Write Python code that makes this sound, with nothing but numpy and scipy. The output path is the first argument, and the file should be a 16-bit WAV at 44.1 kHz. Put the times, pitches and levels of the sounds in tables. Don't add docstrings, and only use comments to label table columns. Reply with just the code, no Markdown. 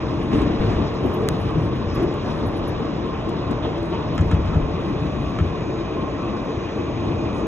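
import sys
import numpy as np
from scipy import signal
from scipy.fft import rfft, irfft, next_fast_len
from scipy.io import wavfile

SR = 44100
rng = np.random.default_rng(int(sys.argv[2]) if len(sys.argv) > 2 else 0)


def output_pcm(signal):
    pcm = np.clip(np.atleast_2d(signal).T, -1, 1) * 32767
    wavfile.write(sys.argv[1], SR, np.round(pcm).astype(np.int16))


N = 329418
SIZE = next_fast_len(N + 4096)
HZ = np.maximum(np.fft.rfftfreq(SIZE, 1 / SR), 1)


def from_db(db):
    return 10 ** (np.asarray(db) / 20)


def rms_one(x):
    return x / np.sqrt(np.mean(x ** 2) + 1e-20)


def at_hz(points):
    hz, value = np.transpose(points)
    return np.interp(np.log(HZ), np.log(hz), value)


def drift(rate_hz):
    step = 40
    r = np.exp(-2 * np.pi * step * rate_hz / SR)
    coarse = rng.standard_normal(N // step + 2002)
    slow = signal.lfilter([1], [1, -2 * r, r * r], coarse)[2000:]
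    return np.interp(np.arange(N) / step, np.arange(len(slow)), rms_one(slow))


def ring(excitation, hz, t60_s):
    r = from_db(-60 / (max(t60_s, 1e-4) * SR))
    w = 2 * np.pi * hz / SR
    return signal.lfilter([0, np.sin(w)], [1, -2 * r * np.cos(w), r * r], excitation + 1e-18)


def strikes(times_s, gains):
    clicks = np.zeros(N)
    at = np.minimum((np.asarray(times_s) * SR).astype(int), N - 1)
    np.add.at(clicks, at, gains)
    return clicks


def butter(x, order, hz, kind="low"):
    return signal.sosfilt(signal.butter(order, hz, kind, fs=SR, output="sos"), x)


# (frequency [Hz], width [Hz], lift [dB])
CAR_RESONANCES = [(89, 4.4, 4), (120, 22, 2), (159, 11, 2), (215.6, 7.5, 4.5), (288.6, 7.4, 3),
                  (335, 6.2, 4.5), (362, 10, 3), (445, 20, 6.5), (576, 16, 0.5), (621, 33, 4),
                  (1063, 27, 2), (1134, 22, 1)]
# (frequency [Hz], likeness [0-1])
PORT_LIKENESS = [(30, .998), (250, 0.94), (450, 0.82), (900, 0.51), (1500, 0.56), (2100, 0.39),
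                 (2700, 0.76), (3300, 0.84), (4000, 0.97), (6200, 1), (8000, 1), (16000, 1)]


def rolling_layer(spectrum, patchy_db, flicker_hz):
    low_hz, high_hz = spectrum[0][0], spectrum[-1][0]
    shape = from_db(at_hz(spectrum)) * (HZ >= low_hz) * (HZ <= high_hz)
    for hz, width_hz, lift_db in CAR_RESONANCES:
        shape = shape * from_db(lift_db / (1 + (2 * (HZ - hz) / width_hz) ** 2))
    alike = np.clip(at_hz(PORT_LIKENESS), 0, 1)
    mid, side = rfft(rng.standard_normal((2, SIZE)))
    opposed_side = side * [[1], [-1]]
    pair = shape * (np.sqrt(1 + alike) * mid + np.sqrt(1 - alike) * opposed_side)
    half_octaves = 2 * np.log2(HZ)
    out = 0
    for k in range(int(2 * np.log2(low_hz)), int(2 * np.log2(high_hz)) + 2):
        band = np.maximum(1 - np.abs(half_octaves - k), 0)
        out = out + from_db(patchy_db * drift(flicker_hz)) * irfft(pair * band, SIZE)[:, :N]
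    return rms_one(out)


# (time [s], floor shake [dB], drone [dB], roar [dB], hiss [dB], metallic sizzle [dB])
ROLL_LEVELS = [(0, -28.5, -28, -33.5, -42, -74), (.5, -24, -26, -32, -41.5, -72.5),
               (.95, -28.5, -27.5, -32.5, -41.5, -73.5), (1.3, -26.5, -26.5, -32, -42, -64.5),
               (1.85, -27, -28, -34.5, -42.5, -75), (2.6, -28.5, -27, -32.5, -42, -73),
               (3.1, -30, -28, -34, -42.5, -77.5), (3.6, -31, -32, -34, -43.5, -77),
               (4.2, -26.5, -27.5, -33, -42, -75), (4.6, -26, -28, -33, -43, -74),
               (5.05, -25.5, -28, -33.5, -42.5, -71), (5.6, -29, -29, -34.5, -43, -75),
               (6.1, -30, -26.5, -33, -44, -77), (6.65, -31.5, -30, -34.5, -42.5, -78),
               (7.05, -28, -29, -34, -43.5, -75.5), (7.47, -30, -27.5, -32.5, -43.5, -80)]
# (time [s], fall time constant [s], lift of lows [dB], lift of highs [dB]); negative lifts dip
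RAIL_SURGES = [(0.311, 0.11, 6, 6), (.59, .08, 5.5, 4), (.68, 0.11, 0.5, 3), (.77, .07, 3, 0),
               (1.03, 0.03, 7, 0.5), (1.24, 0.092, 4, 0), (1.53, 0.062, 3.5, 0.5), (1.95, 0.063, 3, 4.5),
               (2.25, 0.075, 2, 3), (2.4, 0.063, 2.5, 0), (2.77, .07, 2.5, 0.5), (3.24, 0.13, 4.5, 0.5),
               (3.49, .04, 8, 2), (3.63, 0.054, 7, 3.5), (3.92, 0.04, 2, 2.5), (4.28, 0.18, 0.5, 0.5),
               (4.55, 0.032, 1.5, -2), (4.87, .1, 1, 0.5), (5.42, .1, 1, -0.5), (5.78, .07, -1.5, 0.5),
               (6.05, 0.13, -4, 1.5), (6.75, .07, 3.5, -0.5), (7.03, 0.11, 2.5, 1), (7.23, 0.076, 1, 2),
               (7.4, 0.076, 3, -0.5)]
LAYER_SURGE_SHARES = [(0.73, 0.01), (1.17, 0.01), (0.3, 0.48), (0.01, 1.02), (0.01, 0.97)]
SURGE_RISE_S = 0.026


def roll_gains():
    t = np.arange(N) / SR
    coarse_t = t[::64]
    start_s, fall_s, low_db, high_db = np.transpose(RAIL_SURGES)
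    since = np.maximum(coarse_t - start_s[:, None], 0)
    rise = np.minimum(since / SURGE_RISE_S, 1)
    fall = np.exp(-np.maximum(since - SURGE_RISE_S, 0) / fall_s[:, None])
    low = np.interp(t, coarse_t, low_db @ (rise * fall))
    high = np.interp(t, coarse_t, high_db @ (rise * fall))
    time_s, *levels = np.transpose(ROLL_LEVELS)
    return [from_db(np.interp(t, time_s, db) + low_share * low + high_share * high)
            for db, (low_share, high_share) in zip(levels, LAYER_SURGE_SHARES)]


# (frequency [Hz], relative density [dB])
SHAKE_SPECTRUM = [(18, -27), (25, -23), (40, -5), (65, -1), (130, -1.5), (180, -2.5), (230, -27)]
DRONE_SPECTRUM = [(150, -15), (200, -1.5), (260, -3.5), (330, -1), (420, -7), (480, -7), (560, -19.5)]
ROAR_SPECTRUM = [(430, -23.5), (520, -0.5), (650, -0.5), (800, -3.5), (1050, -3), (1200, -6), (1300, -9.5),
                 (1500, -14.5), (1800, -41.5)]
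HISS_SPECTRUM = [(1250, -23.5), (1500, -2.5), (1900, -2.5), (2200, -5), (2500, -4.5), (2800, -4.5),
                 (3200, -6.5), (3800, -6.5), (4400, -13.5), (4800, -15.5), (5300, -13.5), (6200, -24.5),
                 (6900, -24), (7300, -28.5), (7700, -34), (8400, -49.5)]
SIZZLE_SPECTRUM = [(7400, -20), (7900, -7), (8500, 0), (9100, -1), (10000, -6), (12000, -8), (14300, -11),
                   (15000, -17), (15500, -36), (16700, -50)]


def rolling_noise():
    shake, drone, roar, hiss, sizzle = roll_gains()
    noise = shake * rolling_layer(SHAKE_SPECTRUM, patchy_db=1.44, flicker_hz=3.5)
    noise += drone * rolling_layer(DRONE_SPECTRUM, patchy_db=1.05, flicker_hz=3.2)
    noise += roar * rolling_layer(ROAR_SPECTRUM, patchy_db=1.05, flicker_hz=15)
    noise += hiss * rolling_layer(HISS_SPECTRUM, patchy_db=1.52, flicker_hz=16)
    noise += sizzle * rolling_layer(SIZZLE_SPECTRUM, patchy_db=4.0, flicker_hz=9)
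    return noise


# (time [s], level [dB])
DOOR_THUMPS = [(4.1916, -7), (4.3256, -6.5), (4.447, -15), (4.55, -8.5), (5.4039, -8.5)]
# (frequency [Hz], level [dB], t60 [s], signed weight [ratio])
LEAF_MODES = [(66.4, -6.5, 0.4, -0.83), (90, -0.5, 0.32, 0.66), (109.7, -8, 0.27, -0.69),
              (157, -7, 0.21, -1.07), (177, -4, 0.068, 0.92)]


def door_thumps():
    time_s, level_db = np.transpose(DOOR_THUMPS)
    blow = strikes(time_s, from_db(level_db))
    return sum(sign * from_db(db) * ring(blow, hz, t60_s) for hz, db, t60_s, sign in LEAF_MODES)


CRUNCH_DB, CRUNCH_FADE_S, CRUNCH_BAND_HZ = -14.5, 0.023, [950, 3300]


def latch_crunch(times_s, gains):
    pole = np.exp(-1 / (CRUNCH_FADE_S * SR))
    fade = signal.lfilter([1], [1, -pole], strikes(times_s, gains) + 1e-18)
    return fade * rms_one(butter(rng.standard_normal(N), 2, CRUNCH_BAND_HZ, "band"))


LATCH_FREE_S, LATCH_MUTE_S = 0.021, 0.006


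def latch_damping(times_s):
    t = np.arange(N) / SR
    last = np.append(-1, times_s)[np.searchsorted(times_s, t + 0.002)]
    return np.exp(-np.maximum(t - last - LATCH_FREE_S, 0) / LATCH_MUTE_S)


# (time [s], level [dB], brightness [dB], delay of the bounce [s])
LATCH_CLACKS = [(1.9543, -33.5, -3, .011), (2.231, -33, -25, 0.01), (3.628, -35, -13, 0.0088),
                (4.1773, -22, -3, .011), (4.2088, -35, 9, .006), (4.312, -24.5, 1, .0095),
                (4.341, -35, 3, .006), (4.457, -38.5, 6, .008), (4.5441, -32.5, -8, .011),
                (5.3862, -24, -9, .014)]
# (frequency [Hz], level [dB], t60 [s])
LATCH_MODES = [(860, -9, 0.1), (1305, -4, 0.099), (1396, -8, 0.066), (1500, -10.5, 0.07), (1677, -9.5, .07),
               (1740, -7.5, 0.08), (2150, -7, 0.025), (2530, -9, 0.025), (2800, -9, .02),
               (3150, -4.5, 0.029), (3600, -12, .015)]
LATCH_BRIGHT_MODES = [(5330, -8, 0.013), (6000, -14.5, .012), (6700, -12.5, .015), (7330, -9, 0.012),
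                      (8760, -1.5, 0.005), (10500, -16, .004)]
BOUNCE_DB, BOUNCE_BRIGHT_DB = -5.5, -13
CLACK_DELAY_S, CLACK_SOFT_HZ = 0.0018, 7140


def latch_clacks():
    time_s, level_db, bright_db, bounce_s = np.transpose(LATCH_CLACKS)
    time_s = time_s + CLACK_DELAY_S
    clack = latch_crunch(time_s, from_db(level_db + CRUNCH_DB))
    groups = ((LATCH_MODES, 0 * time_s, BOUNCE_DB), (LATCH_BRIGHT_MODES, bright_db, BOUNCE_BRIGHT_DB))
    for modes, extra_db, bounce_db in groups:
        for hz, db, t60_s in modes:
            luck_db = rng.normal(0, 2.1, len(time_s))
            first = from_db(level_db + extra_db + db - 4.0 + luck_db)
            bounce = first * from_db(bounce_db) * rng.choice([-1, 1], len(time_s))
            blows = strikes(time_s, first) + strikes(time_s + bounce_s, bounce)
            clack += ring(blows, hz, t60_s)
    return latch_damping(time_s) * butter(clack, 3, CLACK_SOFT_HZ)


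# (time [s], level [dB])
PANEL_KNOCKS = [(3.905, -41), (3.9285, -30), (3.934, -30.5), (3.947, -29), (3.9525, -33)]
# (frequency [Hz], level [dB], t60 [s])
PANEL_MODES = [(940, 1.8, 0.096), (1120, -0.5, .07), (1760, -12, .03), (2500, -14, .03), (2950, -9, .025)]
KNOCK_SOFT_HZ = 3500


def clatter():
    time_s, level_db = np.transpose(PANEL_KNOCKS)
    luck_db = 1.5 * rng.standard_normal((len(time_s), len(PANEL_MODES)))
    rings = np.zeros(N)
    for k, (hz, db, t60_s) in enumerate(PANEL_MODES):
        rings += ring(strikes(time_s, from_db(level_db + db + luck_db[:, k])), hz, t60_s)
    return butter(rings, 4, KNOCK_SOFT_HZ)


# (time [s], level [dB], gain of the modes below 9 kHz [dB])
DRY_TICKS = [(0.418, -34, -1.5), (0.9417, -41, -3), (1.219, -48, 0.1), (1.287, -13.5, -0.3),
             (1.5059, -45, -1), (2.14, -37, -1), (2.2244, -55, -3), (2.595, -54, 0.1), (3.0694, -48, -3),
             (3.292, -35, -2), (3.3044, -50, -2), (3.5116, -35.5, -2), (3.771, -50, -8), (3.7782, -39, -8),
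             (3.7924, -48, -8), (3.8301, -34, -8), (3.8554, -38, -9), (4.3064, -49, 0.1), (4.362, -52, -10)]
# (frequency [Hz], level [dB], t60 [s])
TICK_CONTACT_MODES = [(1500, 3.5, 0.0023), (4100, 4.5, 0.0014), (7200, 6, 0.00074), (11000, -17, .0006),
                      (15000, -31, .0004)]
TICK_CUT_HZ, TICK_DELAY_S = 740, 0.00098
TICK_TAIL_DB, TICK_TAIL_S = -27.5, 0.004
TICK_RATTLE_TOP_DB = -28


def ticks():
    out, t = np.zeros(N), np.arange(900) / SR
    grits = rng.standard_normal((len(DRY_TICKS), len(t)))
    for (time_s, level_db, full_db), grit in zip(DRY_TICKS, grits):
        rattle_db = min(level_db, TICK_RATTLE_TOP_DB) + TICK_TAIL_DB
        click = from_db(level_db) * (t == 0) + from_db(rattle_db) * grit * np.exp(-t / TICK_TAIL_S)
        at = int((time_s + TICK_DELAY_S) * SR)
        for hz, mode_db, t60_s in TICK_CONTACT_MODES:
            out[at:at + len(t)] += from_db(mode_db + full_db * (hz < 9000)) * ring(click, hz, t60_s)
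    return butter(out, 2, TICK_CUT_HZ, "high")


# (time [s], peak [dB], pitch [Hz])
METAL_JINGLES = [(0.2329, -56, 10500), (1.0385, -57, 11500), (1.062, -48, 11900), (1.1398, -42, 12100),
                 (1.7569, -59, 11200), (1.085, -58, 12400), (1.152, -52, 12600), (1.948, -46, 11400),
                 (2.0278, -48, 11200), (2.4638, -47, 10800), (2.4753, -48, 11500), (2.5661, -49, 10750),
                 (2.6784, -44, 11200), (4.1505, -54, 11500), (4.2662, -58, 11500), (5.452, -65, 11400),
                 (6.4507, -63, 11300)]
JINGLE_SPREAD, JINGLE_T60_S = 0.05, 0.027
JINGLE_RISE_S, JINGLE_RATTLE_S = 0.004, 0.011
JINGLE_TAIL_DB, JINGLE_TAIL_S = -12, 0.028


def jingles():
    out, span = np.zeros(N), 4000
    t = np.arange(span) / SR
    rise = np.minimum(t / JINGLE_RISE_S, 1)
    draws = rng.standard_normal((len(METAL_JINGLES), span + 5))
    for (time_s, peak_db, hz), draw in zip(METAL_JINGLES, draws):
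        grit = draw[5:]
        rattle = grit ** 3 * np.exp(-t / JINGLE_RATTLE_S) * rise
        detune = np.append(0, draw[1:5] * JINGLE_SPREAD)
        cluster = sum(ring(rattle, hz * (1 + d), JINGLE_T60_S) * from_db(-120 * abs(d)) for d in detune)
        tail = from_db(JINGLE_TAIL_DB) * grit[::-1] * np.exp(-t / JINGLE_TAIL_S) * rise
        jingle = cluster / np.abs(cluster).max() + tail
        jingle = butter(jingle, 2, [0.89 * hz, 1.11 * hz], "band")
        at = int((time_s - JINGLE_RISE_S) * SR)
        out[at:at + span] += from_db(peak_db) * jingle / np.abs(jingle).max()
    return out


# (time [s], length [s], frequency [Hz], width [Hz], level [dB])
NOISE_SWELLS = [(0.331, 0.22, 291, 45, -21), (0.3, 0.22, 2000, 1500, -43), (.32, 0.046, 2830, 200, -41),
                (.38, 0.065, 2240, 100, -46), (0.578, .1, 2200, 2000, -47), (0.658, .2, 2600, 2000, -47),
                (0.334, 0.14, 111, 29.8, -24), (0.369, .09, 420, 40, -26), (0.586, 0.064, 60, 30, -22),
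                (0.629, 0.13, 101, 35, -20), (0.753, 0.076, 84, 25, -20.5), (.76, 0.1, 312, 50, -26.5),
                (1.15, 0.17, 442, 24.7, -27), (1.52, 0.12, 160, 25, -25), (1.872, 0.14, 5200, 700, -50),
                (1.949, 0.2, 352, 70, -21.5), (0.313, 0.16, 8800, 2200, -59), (.4, .1, 12900, 900, -72),
                (0.618, .14, 12600, 700, -68), (.62, 0.23, 8800, 1500, -67), (.98, .25, 8700, 1000, -71),
                (1.12, .2, 13200, 900, -72), (2.22, 0.3, 8900, 500, -65), (2.24, 0.19, 9900, 800, -69),
                (2.25, .1, 11700, 900, -75), (3.619, 0.079, 3420, 900, -40), (3.92, .09, 2800, 1200, -47),
                (3.74, .16, 13600, 800, -78), (4.33, .28, 13400, 900, -71), (4.17, .2, 8700, 1200, -72),
                (4.93, .3, 13300, 900, -82), (5.52, .25, 13500, 800, -78), (6.28, .18, 13700, 800, -81),
                (4.241, .07, 80, 40, -24), (4.379, 0.07, 85.3, 40, -21.5), (4.488, 0.076, 80, 40, -21),
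                (4.6, 0.066, 79.5, 40, -22.5), (4.498, 0.11, 1310, 250, -38.5),
                (5.75, 0.092, 335, 24.6, -26), (6.171, 0.091, 1315, 50, -43), (6.999, 0.31, 330, 25, -31.5),
                (7.36, 0.11, 525, 30, -35), (7.33, 0.11, 8900, 1800, -61.5)]


def swells():
    out = np.zeros(N)
    whites = rng.standard_normal((len(NOISE_SWELLS), 16000))
    for (time_s, length_s, hz, width_hz, db), white in zip(NOISE_SWELLS, whites):
        t60_s = 1.6 / width_hz
        band = rms_one(ring(ring(white, hz, t60_s), hz, t60_s)[4000:])
        along = np.minimum(np.arange(len(band)) / (length_s * SR), 1)
        at = int(time_s * SR)
        out[at:at + len(band)] += (from_db(db) * np.sin(np.pi * along ** 0.7) * band)[:N - at]
    return out


def wavering_note(hz, t60_s, level_db, waver_db, waver_hz):
    gain = from_db(level_db + waver_db * drift(waver_hz))
    return gain * rms_one(ring(rng.standard_normal(N), hz, t60_s))


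# (frequency [Hz], width [Hz], level [dB])
CAR_HUMS = [(291, 15, -38.5), (335, 18, -43.5), (442, 31, -46), (576.7, 22, -45), (1061.3, 16, -46),
            (1136, 30, -49)]


def humming():
    return sum(wavering_note(hz, 2.74 / width_hz, db, waver_db=3, waver_hz=2.6)
               for hz, width_hz, db in CAR_HUMS)


# (time [s], level [dB])
SINGING_LEVEL = [(0, -58.5), (1.5, -56.5), (3, -62), (3.8, -57), (4.6, -55.5), (5.4, -54), (5.8, -54),
                 (6.2, -53), (6.55, -52), (6.9, -51.5), (7.47, -52.5)]
WHINE_HZ = 5997
# (frequency [Hz], width [Hz], level [dB])
WHEEL_NOTES = [(2557, 13, -1.5), (2472, 35, 0.5), (2390, 43, -2.5), (2330, 40, -7), (1900, 53, -8),
               (1995, 40, -6), (WHINE_HZ, 13, -17.5), (6377, 60, -16.5), (6550, 200, -13)]


def singing():
    notes = sum(wavering_note(hz, 2.4 / width_hz, db, waver_db=2.2, waver_hz=5)
                for hz, width_hz, db in WHEEL_NOTES)
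    return from_db(np.interp(np.arange(N) / SR, *np.transpose(SINGING_LEVEL))) * notes


def scene():
    door = door_thumps() + latch_clacks()
    small_parts = clatter() + ticks() + jingles()
    return rolling_noise() + door + small_parts + swells() + humming() + singing()


# (frequency [Hz], left minus right [dB])
PORT_BALANCE = [(60, 2.0), (120, 1.5), (240, 4.5), (480, 0), (950, -1.5), (1890, 0), (3770, 0.5), (7520, 0),
                (15000, 0)]
RIGHT_LEAD = [(20, 0), (150, .19), (400, .54), (800, .37), (1100, .57), (1500, -.28), (1900, -.55),
              (2300, -1.14), (3000, -1.46), (3800, -1.88), (4700, -3.13), (6500, -6.13), (9000, -9.5),
              (13300, -15.78), (16800, -21)]
FADE_IN_S, CUTOFF_HZ = 0.004, 16750


def record(dry):
    tilt = from_db(at_hz(PORT_BALANCE) / 2)
    lead_rad = np.interp(HZ, *np.transpose(RIGHT_LEAD))
    fade = np.minimum(np.arange(N) / (FADE_IN_S * SR), 1)
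    ports = rfft(dry * fade, SIZE) * [tilt, np.exp(1j * lead_rad) / tilt]
    treble_cut = signal.cheby2(16, 70, CUTOFF_HZ, fs=SR, output="sos")
    return signal.sosfilt(treble_cut, irfft(ports, SIZE)[:, :N])


dry = scene()
out = record(dry)
output_pcm(out)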